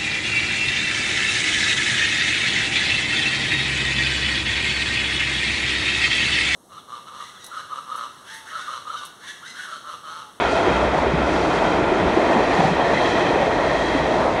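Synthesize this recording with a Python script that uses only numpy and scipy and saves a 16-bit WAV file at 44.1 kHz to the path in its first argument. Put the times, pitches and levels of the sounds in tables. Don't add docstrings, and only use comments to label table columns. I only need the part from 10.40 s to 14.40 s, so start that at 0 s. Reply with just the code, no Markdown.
import sys
import numpy as np
from scipy import signal
from scipy.fft import rfft, irfft
from scipy.io import wavfile

SR = 44100
rng = np.random.default_rng(int(sys.argv[2]) if len(sys.argv) > 2 else 0)


def unload_wav(signal):
    wavfile.write(
        sys.argv[1],
        SR,
        np.round(np.clip(np.atleast_2d(signal).T, -1, 1) * 32767).astype(np.int16),
    )


N = 176400
T, HZ = np.arange(N) / SR, np.fft.rfftfreq(N, 1 / SR)


# frequency in Hz, relative density in dB.
ROAR_SPECTRUM = [(300, -21), (470, -7), (560, -2.5), (680, -1), (780, -5), (920, -3.5), (1080, -9),
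                 (1230, -13), (1600, -19), (2300, -31), (2800, -44.5)]
# time in seconds, relative level in dB.
ROAR_ENVELOPE = [(0, -21), (.4, -17.5), (.56, -19), (.72, -23), (.82, -18.5), (.9, -22.5), (1.3, -18),
                 (1.48, -20.5), (1.72, -19.5), (1.93, -18), (2.25, -19), (2.55, -19.5), (2.75, -18.5),
                 (2.98, -19.5), (3.2, -18), (3.43, -21.5), (3.52, -23), (3.74, -19), (3.9, -17.5),
                 (4, -21.5)]

def rail_roar():
    roar = noise(colour(ROAR_SPECTRUM)) * level(ROAR_ENVELOPE)
    return roar * waver(rate_hz=18, depth_db=1.28) * amp(-2)


# frequency in Hz, width in Hz, relative level in dB.
DISC_MODES = [(688, 50, -30.5), (1389, 120, -40.5), (1870, 164, -34), (2487, 170, -40.5), (3210, 190, -41),
              (3990, 280, -47), (5800, 710, -56.5)]
# time when nearest and half length in seconds, then each mode's gain in dB.
BOGIE_PASSES = [(.17, 0.22, 4, 11.5, -2.5, 3.5, 2.5, -4, 0), (1.12, 0.49, -9, 8.5, -5.5, -2, -2.5, -9, -2),
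                (2.03, 0.28, -4, -3, 0.5, 2, -0.5, 0.5, -2), (2.72, 0.24, -12, -1, 3.5, 4.5, 4.5, 6.5, 6.5),
                (3.48, 0.28, -5, -8, 1, -1.5, -1.5, 3.5, 2)]

def wheel_ring():
    out = np.zeros(N)
    for nearest, half, *gains_db in BOGIE_PASSES:
        modes = zip(DISC_MODES, gains_db)
        ring = sum(amp(db + gain_db) * ringing(hz, width) for (hz, width, db), gain_db in modes)
        out += ring * swell(nearest, half)
    return out * waver(rate_hz=27, depth_db=1)


# frequency in Hz, relative density in dB.
HISS_SPECTRUM = [(700, -1.5), (1250, 0), (1600, -0.5), (2120, 1.5), (2290, -2.5), (2600, -2.5), (2770, -7),
                 (2950, -10), (3150, -7.5), (3750, -9.5), (4400, -22), (5000, -26), (7000, -47)]
FIZZ_SPECTRUM = [(1500, -21.5), (3000, -0.5), (3800, 4), (4400, 3.5), (5000, -1.5), (5800, -1), (6600, -4),
                 (7600, -9), (10000, -16)]
# time in seconds, relative level in dB.
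HISS_ENVELOPE = [(0, -34), (.12, -40), (.3, -37), (.5, -39.5), (.82, -39), (.98, -39), (1.2, -39),
                 (1.42, -40), (1.7, -39), (2.15, -38.5), (2.4, -38.5), (2.75, -39.5), (3.15, -40),
                 (3.45, -41), (3.7, -39.5), (3.92, -42), (4, -38.5)]
FIZZ_ENVELOPE = [(0, -44.5), (.12, -41.5), (.45, -46), (.77, -48), (.95, -43), (1.17, -42.5), (1.43, -47.5),
                 (1.72, -46.5), (1.87, -45), (2.23, -41.5), (2.38, -46), (2.7, -42), (2.9, -44.5),
                 (3.12, -47), (3.43, -43), (3.9, -46.5), (4, -48.5)]

def contact_hiss():
    hiss = noise(colour(HISS_SPECTRUM)) * level(HISS_ENVELOPE) * waver(rate_hz=36, depth_db=1)
    fizz = noise(colour(FIZZ_SPECTRUM)) * level(FIZZ_ENVELOPE) * waver(rate_hz=14, depth_db=0.7)
    return hiss * amp(10.5) + fizz * amp(3.5)


# start in seconds, level in dB, centre in Hz, decay in seconds.
GEAR_KNOCKS = [(.259, -17.5, 370, .13), (.661, -14.5, 400, .057), (.729, -18, 176, .085),
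               (1.512, -13.5, 368, .06), (1.598, -25, 88, .2), (1.616, -20.5, 195, .12),
               (1.619, -20, 360, .06), (1.648, -20.5, 72, .17), (1.764, -16, 338, .08),
               (1.956, -15.5, 225, .085), (2.184, -15.5, 176, .115), (2.243, -17.5, 168, .1),
               (2.31, -20, 176, .075), (2.809, -21, 365, .13), (3.54, -18.5, 289, .11)]

def gear_knocks():
    rise_s, sag_s, sag_fraction = .012, .02, .1
    out = np.zeros(N)
    for start, db, hz, decay_s in GEAR_KNOCKS:
        pitch = hz * (1 - sag_fraction * np.tanh((T - start - rise_s) / sag_s))
        tone = np.sqrt(2) * np.sin(2 * np.pi * (np.cumsum(pitch) / SR + rng.random()))
        rattle = amp(-15) * ringing(hz, width=.57 * hz)
        out += amp(db) * blow(start, rise_s, decay_s) * (tone + rattle)
    return out


# frequency in Hz, relative density in dB.
JOINT_SPECTRUM = [(200, -12), (500, -15), (750, 9.5), (1100, -16.5), (2000, -14.5), (4000, -34.5),
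                  (9000, -47)]
# start in seconds, level in dB.
JOINT_IMPACTS = [(.535, -21), (1.919, -19.5), (1.956, -21.5), (2.163, -19), (2.192, -18.5), (2.236, -18.5),
                 (2.795, -21.5), (2.935, -21), (2.999, -20.5), (3.488, -20.5)]

def joint_clatter():
    bursts = sum(amp(db) * blow(start, rise_s=.014, decay_s=.14) for start, db in JOINT_IMPACTS)
    return noise(colour(JOINT_SPECTRUM)) * bursts


# frequency in Hz, relative density in dB.
BOOM_SPECTRUM = [(130, -24.5), (230, -7), (315, 0), (400, -1), (470, -3.5), (600, -13.5), (1000, -27)]
# time in seconds, level in dB.
BOOM_ENVELOPE = [(0, -24.5), (.3, -24.5), (.6, -26.5), (1.2, -23), (1.9, -22.5), (2.4, -26), (2.9, -23.5),
                 (3.3, -26.5), (3.7, -25.5), (4, -28.5)]

def sleeper_boom():
    return noise(colour(BOOM_SPECTRUM)) * level(BOOM_ENVELOPE)


# frequency in Hz, relative density in dB.
RUMBLE_SPECTRUM = [(22, -21), (30, -22), (40, -5.5), (55, -3.5), (110, -2.5), (165, 3.5), (240, -0.5),
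                   (400, -13), (900, -26)]
# time in seconds, relative level in dB.
RUMBLE_ENVELOPE = [(0, -36), (.25, -28.5), (1.0, -29.5), (1.6, -29), (2.4, -31), (2.8, -28), (3.4, -32.5),
                   (4, -31.5)]

def coach_rumble():
    rumble = noise(colour(RUMBLE_SPECTRUM)) * level(RUMBLE_ENVELOPE)
    return rumble * waver(rate_hz=11, depth_db=1) * amp(-1.3)


# peak time and half length in seconds, frequency and width in Hz, level in dB.
RAIL_RESONANCES = [(2.47, 0.028, 1830, 170, -29), (2.58, 0.03, 2030, 120, -29), (2.25, .4, 1855, 105, -37),
                   (3.38, .38, 1905, 115, -35.5), (3.47, .24, 3280, 115, -42),
                   (3.007, 0.055, 562, 60, -24.5), (3.65, 0.25, 630, 50, -27)]

def rail_song():
    return sum(amp(db) * swell(peak, half) * ringing(hz, width)
               for peak, half, hz, width, db in RAIL_RESONANCES)


# time in seconds, relative level in dB.
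DRONE_ENVELOPE = [(0, -35), (.18, -43), (.33, -33.5), (.9, -33.5), (1.05, -43), (3.1, -53), (3.4, -38.5),
                  (4, -45.5)]

def train_drone():
    centre_hz, wander_hz = 63.35, 2
    pitch = centre_hz + wander_hz * noise(np.exp(-(HZ / 5) ** 2))
    tone = np.sqrt(2) * np.sin(2 * np.pi * np.cumsum(pitch) / SR)
    flutter = amp(-1) * ringing(centre_hz, width=24)
    return (tone + flutter) * level(DRONE_ENVELOPE)


def amp(db):
    return 10 ** (np.asarray(db) / 20)


def noise(gain):
    x = irfft(gain * rfft(rng.standard_normal(N)), N)
    return x / np.sqrt(np.mean(x ** 2) + 1e-20)


def colour(points):
    hz, db = np.transpose(points)
    return amp(np.interp(np.log(HZ + 1), np.log(hz), db)) / np.hypot(1, (HZ / hz[-1] / 2) ** 2)


def ringing(hz, width):
    return noise((1 + ((HZ - hz) / width) ** 2) ** -1.5)


def level(points):
    return amp(np.interp(T, *np.transpose(points)))


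def waver(rate_hz, depth_db):
    return amp(depth_db * noise(np.exp(-(HZ / rate_hz) ** 2) * (HZ > 1)))


def swell(peak, half):
    return np.exp(-.5 * ((T - peak) / half) ** 2)


def blow(start, rise_s, decay_s):
    age = np.maximum(T - start, 0)
    return np.minimum(age / rise_s, 1) * np.exp(-np.log(1000) * np.maximum(age - rise_s, 0) / decay_s)


def scene():
    foreground = rail_roar() + wheel_ring() + contact_hiss() + gear_knocks() + joint_clatter()
    background = sleeper_boom() + coach_rumble() + rail_song() + train_drone()
    return (foreground + background)[None]


def record(dry):
    highpass = signal.butter(2, 33, "high", fs=SR, output="sos")
    lowpass = signal.firwin(401, 10400, window=("kaiser", 9), fs=SR)
    return signal.oaconvolve(signal.sosfilt(highpass, dry), lowpass[None], "same")


dry = scene()
out = record(dry)
unload_wav(out)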